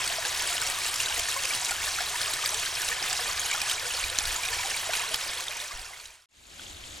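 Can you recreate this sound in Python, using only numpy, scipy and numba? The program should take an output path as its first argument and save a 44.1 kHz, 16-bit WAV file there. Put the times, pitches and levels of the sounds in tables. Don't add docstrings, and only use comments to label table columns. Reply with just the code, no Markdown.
import sys
import numpy as np
from scipy import signal
from scipy.fft import rfft, irfft
from scipy.io import wavfile
from scipy.ndimage import uniform_filter1d
from numba import njit

SR = 44100
rng = np.random.default_rng(int(sys.argv[2]) if len(sys.argv) > 2 else 0)


def bounce(signal):
    frames = np.transpose(np.atleast_2d(signal))
    limited = np.clip(frames, -1, 1)
    pcm = np.round(limited * 32767).astype(np.int16)
    wavfile.write(sys.argv[1], SR, pcm)


def level_to_linear(level):
    exponent = np.asarray(level, float) / 20
    return 10 ** exponent


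N = 308690
TIME = np.arange(N) / SR
HZ = np.fft.rfftfreq(N, 1 / SR)
FADE_OUT_S, SILENT_S, FADE_IN_S, FULL_S = 4.86, 6.285, 6.268, 6.64
GAP_START_S, GAP_END_S = 6.2585, 6.288


def read(table, hz):
    pitch_hz, value = np.transpose(table)
    return np.interp(np.log(hz + 1), np.log(pitch_hz + 1), value)


def level(x, db):
    return x * level_to_linear(db) / np.sqrt(np.mean(x ** 2))


def walk(rate):
    hold = max(int(SR / rate), 2)
    x = np.repeat(rng.standard_normal(N // hold + 1), hold)
    x = uniform_filter1d(uniform_filter1d(x, hold), hold)[:N]
    x = x - uniform_filter1d(x, size=SR // 3)
    return x / x.std()


def fade_db(s, floor):
    return 20 * np.log10(np.clip((SILENT_S - s) / (SILENT_S - FADE_OUT_S), floor, 1))


@njit
def ring(start, pole, glide, left, right, rise, fade):
    out = np.zeros((2, N))
    for b in range(len(start)):
        z, turn, lack, size = 1 + 0j, pole[b], 1., 1.
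        for i in range(start[b], N):
            z, turn = z * turn, turn * glide[b]
            lack, size = lack * rise[b], size * fade[b]
            out[0, i] += (1 - lack) * size * (z * left[b]).imag
            out[1, i] += (1 - lack) * size * (z * right[b]).imag
            if size < .004:
                break
    return out


# pitch_hz [Hz], side_minus_mid_db [dB]
PORTS = [(60, -20.5), (110, -16), (200, -11), (380, -8.5), (700, -6.5), (1290, -5.5), (2380, -8),
         (4400, -15), (8120, -19), (15000, -14.5)]


def bubbles(s, db, hz, cycles, climb, ahead=0.83, spread=0.44, rise_cycles=1.0, pan_db=0.0, vary=0.31):
    chance = rng.standard_normal((len(s), 4)).T
    step = 2 * np.pi * np.minimum(hz, .4 * SR) / SR
    life = np.maximum(cycles * np.exp(vary * chance[0]), .3) * SR / hz
    glide = np.exp(1j * step * climb * np.exp(.5 * chance[1]) / life)
    angle = np.arctan(level_to_linear(read(PORTS, hz))) * (ahead + spread * chance[2])
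    lead = np.exp(1j * angle)
    pan = level_to_linear(pan_db * chance[3] / 2 - 0.52)
    start = np.clip(s * SR, 0, N - 1).astype(np.int64)
    rise, fade = np.exp(-hz / SR / rise_cycles), np.exp(-1 / life)
    return ring(start, np.exp(1j * step), glide, level_to_linear(db) * lead * pan, level_to_linear(db) / lead / pan, rise, fade)


def swarm(colour, busy, count, cycles, climb, scatter_db, surge, surge_rate, spread=0.52):
    crowd = np.cumsum(busy * np.exp(surge * walk(surge_rate)))
    chance = rng.random((count, 3)).T
    s = np.interp(chance[0] * crowd[-1], crowd, TIME)
    hz = 280 * 55 ** (chance[1] ** .7)
    db = read(colour, hz) + 10 * np.log10(hz ** 2 / (chance[1] + .001) ** .3)
    luck = np.minimum(-np.log(chance[2]), 4)
    return level(bubbles(s, db + scatter_db * luck, hz, cycles, climb, spread=spread), 0)


def wash(colour, swell_db, flicker_db, ahead, diffuse, extra_db=0., lo_hz=117.4):
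    mid, other = (rfft(rng.standard_normal(N)) * level_to_linear(read(colour, HZ)) for _ in range(2))
    side = level_to_linear(read(PORTS, HZ) + extra_db) * (1j * ahead * mid + diffuse * other)
    stereo = np.array([mid + side, mid - side])
    out, swell = 0, walk(9.7)
    for hz in lo_hz * 2 ** np.arange(0, 8.1, .5):
        band = np.cos(np.pi * np.clip(np.log2((HZ + 1) / hz), -.5, .5)) ** 2
        own_db = (swell_db * swell + flicker_db * walk(25)) * min(hz / 1500, 1, 6000 / hz)
        out = out + level_to_linear(own_db) * irfft(band * stereo, N)
    return level(out, 0)


def banks(x, echo_s, echo_db=-10, tail_s=0.003, tail_db=-11):
    t = TIME[:3000]
    blur = rng.standard_normal((2, len(t))) * np.exp(-t / tail_s) * (t > .001)
    blur = blur * level_to_linear(tail_db) / np.sqrt(np.sum(blur ** 2, axis=1, keepdims=True))
    blur[:, 0] += 1
    blur[:, int(echo_s * SR)] += level_to_linear(echo_db)
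    return signal.fftconvolve(x, blur, axes=1)[:, :N]


def splashes(table, hold_s, strength, span_db):
    s, db = np.transpose(table)[:2]
    kicks = np.zeros(N)
    before_fade_db = db - fade_db(s, .05)
    np.add.at(kicks, (s * SR).astype(int), level_to_linear(np.minimum(before_fade_db + span_db, 3.5)))
    keep = np.exp(-1 / (hold_s * SR))
    return 1 + strength * signal.lfilter([1], [1, -keep], kicks)


# start_s [s], flow_db [dB], spray_brightness_db [dB]
FLOW = [
    (0, -32, -2.5),
    (1, -33.5, 1),
    (2, -33.5, 0),
    (3, -33, -0.86),
    (4, -34, -1),
    (5, -33, -1.5),
    (5.6, -33, -1.3),
    (6.2, -35.5, -1),
]
# pitch_hz [Hz], level_db [dB per Hz]
BROOK = [(59, -51.5), (100, 1), (186, -14), (262, -59), (353, -5.5), (541, -11.5), (699, -0.5), (829, -5.5),
         (1050, 1.5), (1190, -3.5), (1570, 1), (2900, 1), (7650, -2.5), (10300, -7), (15100, -23.5),
         (16500, -29)]


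def brook(voiced, struck):
    s, flow_db, spray_db = np.transpose(FLOW)
    churn = splashes(voiced, hold_s=.014, strength=.9, span_db=25)
    spray = splashes(struck, hold_s=.002, strength=7, span_db=21)
    gurgle = swarm(BROOK, churn, count=12000, cycles=7, climb=.05, scatter_db=3.2, surge=.3, surge_rate=18)
    fizz = swarm(BROOK, spray, count=9000, cycles=.55, climb=.02, scatter_db=2.8, surge=.45, surge_rate=45)
    near = level_to_linear(-1.7) * banks(gurgle, .0041) + level_to_linear(-6.0) * banks(fizz, .0033)
    far = wash(BROOK, swell_db=0.24, flicker_db=0.37, ahead=1.0, diffuse=0.35)
    water = near + level_to_linear(-1.08) * far
    top = signal.sosfiltfilt(signal.butter(1, 3500, "high", fs=SR, output="sos"), water)
    flurry = spray ** .24 * level_to_linear(1.1 * walk(20))
    water = water + (flurry * level_to_linear(np.interp(TIME, s, spray_db)) - 1) * top
    return water * level_to_linear(np.interp(TIME, s, flow_db))


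# pitch_hz [Hz], peak_db [dB]
LESSER = [(450, -45), (900, -36), (2600, -29.5), (5000, -26.5), (8000, -27.5), (11000, -33)]


def lesser(count):
    when, size = rng.random((count, 2)).T
    s = when * GAP_START_S
    low_hz, high_hz = LESSER[0][0], LESSER[-1][0]
    hz = low_hz * (high_hz / low_hz) ** size
    luck = rng.standard_normal((count, 2)).T
    db = read(LESSER, hz) + 1.5 * luck[0] + fade_db(s, .01)
    ring_cycles = 9.2 * np.exp(0.49 * luck[1])
    return np.transpose([s, db, hz, ring_cycles])


# start_s [s], peak_db [dB], pitch_hz [Hz], ring_cycles [cycles]
GLUGS = [(0.1028, -33, 680, 7.2), (0.1835, -33, 687, 8.4), (0.416, -32.5, 926, 4.4),
         (0.55, -35.5, 720, 7.3), (1.1011, -35.5, 855, 14), (1.1804, -40, 442, 3.4), (1.363, -25, 1066, 11),
         (1.71, -30, 780, 4.7), (2.0024, -34.5, 702, 12), (2.1566, -32.0, 1006, 10),
         (2.4355, -33.5, 1180, 16), (2.5201, -40, 636, 9.6), (2.9039, -44.5, 501, 15),
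         (3.0221, -32.0, 780, 2.7), (3.1892, -30.5, 1080, 7.6), (3.191, -33.5, 707, 9.9),
         (3.5416, -33.5, 843, 11), (3.9468, -38, 534, 5.6), (4.1138, -43, 520, 15), (4.383, -33, 1027, 14),
         (4.5173, -35, 955, 13), (4.5945, -32.5, 970, 9.7), (4.6465, -34, 793, 15),
         (4.8926, -26.5, 660, 6.1), (4.936, -32, 955, 4.9), (5.0334, -31.5, 1040, 15),
         (5.1095, -38.5, 655, 12), (5.3968, -35, 1090, 5.8), (5.7081, -36, 1150, 14)]
PLIPS = [(0.2493, -29, 1660, 19), (0.619, -26.5, 1510, 6.3), (1.0003, -21.5, 2760, 14),
         (1.168, -28.5, 1984, 14), (1.2853, -25.5, 1770, 5.9), (1.4521, -24.5, 2400, 8.4),
         (1.5055, -26, 2370, 19), (1.694, -24, 2250, 6), (1.718, -30, 1460, 13), (1.985, -25.5, 1380, 7.4),
         (2.005, -29.0, 1721, 12), (2.2079, -29, 1540, 7.3), (2.3346, -23, 3910, 7.4),
         (2.9233, -30.0, 1850, 15), (3.3734, -24.5, 2728, 4.3), (3.5113, -25.5, 2280, 11),
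         (3.5274, -26.5, 2240, 17), (3.5465, -28.5, 1380, 12), (3.6964, -23, 3090, 13),
         (4.0387, -23.5, 2393, 10), (4.432, -27, 2410, 22), (4.4597, -24, 2400, 7.8),
         (4.5303, -25, 1780, 5.4), (4.934, -27, 1510, 11), (4.9342, -24.0, 2372, 7.5),
         (4.9342, -22, 3940, 4.4), (4.9526, -21.5, 2810, 4.2), (5.1413, -23.5, 3110, 17),
         (5.6071, -34.0, 2140, 7.4), (5.9326, -39.5, 2090, 22)]
TICKS = [(0.616, -19.5, 7600, 16), (0.6662, -18.5, 7330, 6.2), (0.6729, -20.5, 5600, 10),
         (0.7001, -19, 7890, 4.4), (0.9415, -21, 7100, 4.9), (0.9591, -21, 5450, 11),
         (1.0593, -21.5, 3900, 14), (1.1957, -21.5, 7300, 12), (1.549, -19.5, 9220, 11.2),
         (1.6478, -18.5, 5700, 5.9), (1.709, -21.5, 7800, 17), (2.2155, -18, 4650, 4.8),
         (2.337, -19.5, 8700, 6.8), (2.4594, -17.5, 4730, 9.1), (2.4915, -21, 6050, 15.2),
         (2.5436, -19, 7900, 7.3), (2.887, -22, 3720, 7.8), (3.0262, -22, 5030, 9.9),
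         (3.3953, -19, 6650, 14), (3.617, -14, 5300, 2.9), (3.7131, -20, 3730, 9),
         (4.1864, -18.5, 4100, 8.1), (4.1871, -6, 6480, 2.9), (4.254, -22, 3950, 6.6),
         (4.3614, -22.5, 6840, 24), (4.7645, -21.5, 9300, 6.1), (5.1438, -20, 5000, 10),
         (5.482, -23, 3570, 8), (5.6009, -26.5, 3620, 8.5), (6.0557, -39.5, 3840, 18)]
TWIGS = [
    (6.5947, -41, 1480, 6.4),
    (6.5952, -34, 3150, 5.6),
    (6.667, -34, 3280, 4.6),
    (6.839, -34, 3200, 6),
]


def single_sounds():
    singles = np.vstack([GLUGS, PLIPS, TICKS, TWIGS, lesser(count=260)])
    struck = singles[singles[:, 2] > 2700]
    return singles, struck


def near_bubbles(singles, struck):
    s, db, hz, ring_cycles = singles.T
    climb = 0.04 * (1000 / hz) ** 0.21
    tones = bubbles(s, db + 7.0, hz * (1 - climb), ring_cycles / 1.52, climb,
                    rise_cycles=ring_cycles / 5.6, vary=0.066)
    s, db, hz, _ = struck.T
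    snaps = bubbles(s, db - 12.0, 1.2 * hz, 1.0, .01, rise_cycles=0.5)
    return banks(tones + snaps, 0.0063, echo_db=-27, tail_s=0.0058, tail_db=-12)


# pitch_hz [Hz], level_db [dB per Hz]
GUST = [(8.8, -58), (15, 11), (33, 3.5), (54, 11.5), (91, 7.5), (184, -26.5), (220, -7.5), (290, -36),
        (480, -120)]
# top_s [s], peak_db [dB], rise_s [s], fall_s [s]
GUSTS = [
    (1.19, -48.5, .1, 0.029),
    (1.73, -56, .04, 0.49),
    (3.4, -52, 0.17, 0.036),
    (4.04, -45, 0.018, .06),
    (4.28, -45.5, .05, 0.067),
    (4.56, -47.5, 0.087, 0.054),
    (4.83, -56, .03, .04),
    (5.755, -41.5, 0.022, 0.074),
    (6.09, -47.5, .05, .08),
    (6.88, -53, .03, 0.1),
]


def breeze(out, back):
    brook_db, wood_db, flutter_db = -56, -56, 1.0
    steady = np.where(TIME < SILENT_S, level_to_linear(2 * brook_db), level_to_linear(2 * wood_db))
    power = level_to_linear(2 * flutter_db * walk(11)) * steady
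    for s, peak_db, rise_s, fall_s in GUSTS:
        slope_s = np.where(TIME < s, rise_s, fall_s)
        power = power + level_to_linear(2 * peak_db) * np.exp(-np.abs(TIME - s) / slope_s * 2)
    db = 10 * np.log10(power)
    colour = level_to_linear(read(GUST, HZ)) * (HZ < 300)
    mid, side = (irfft(rfft(rng.standard_normal(N)) * colour, N) for _ in range(2))
    wind = level(mid + level_to_linear(-20) * side * np.array([[1], [-1]]), .3)
    deep = signal.sosfiltfilt(signal.butter(2, 45, fs=SR, output="sos"), wind)
    wind = wind + (level_to_linear(1.1 * (db + 55.5)) - 1) * deep
    return wind * level_to_linear(db) * (out + back)


# pitch_hz [Hz], level_db [dB per Hz]
WOOD = [(35, -32), (60, -1), (120, -13.5), (350, -14.5), (475, -20.5), (559, -17), (874, -19),
        (1030, -20.5), (3600, -13.5), (5870, -21.5), (6760, -15), (14000, -35), (16500, -59)]


def wood():
    leaves = swarm(WOOD, 1, count=12000, cycles=2.5, climb=.01, scatter_db=1.5, surge=.4, surge_rate=25,
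                   spread=1.8)
    far = wash(WOOD, swell_db=0.7, flicker_db=1.0, ahead=0.66, diffuse=1.3, extra_db=3.0, lo_hz=80.4)
    return level(level_to_linear(-3.0) * banks(leaves, 0.0039) + far, -44)


TURN_DB = [0.7, -.6, 1.5]


def scene():
    out = np.clip((SILENT_S - TIME) / (SILENT_S - FADE_OUT_S), 0, 1) ** 0.92 * (TIME < GAP_START_S)
    back = np.clip((TIME - FADE_IN_S) / (FULL_S - FADE_IN_S), 0, 1) ** 1.35 * (TIME > GAP_END_S)
    singles, struck = single_sounds()
    water = brook(np.vstack([GLUGS, PLIPS]), struck) * out + near_bubbles(singles, struck)
    turn_db = np.where(TIME < SILENT_S, np.interp(TIME, [0, SILENT_S], TURN_DB[:2]), TURN_DB[2])
    turned = (water + wood() * back) * level_to_linear(np.outer([.5, -.5], turn_db))
    hiss = 3e-6 * rng.standard_normal((2, N))
    return turned + breeze(out, back) + hiss


def top_cut(x):
    return signal.sosfilt(signal.butter(12, 16710, fs=SR, output="sos"), x)


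def record(dry):
    cut = signal.sosfilt(signal.ellip(12, .2, 80, 15880, fs=SR, output="sos"), dry)
    return top_cut(cut)


dry = scene()
out = record(dry)
bounce(out)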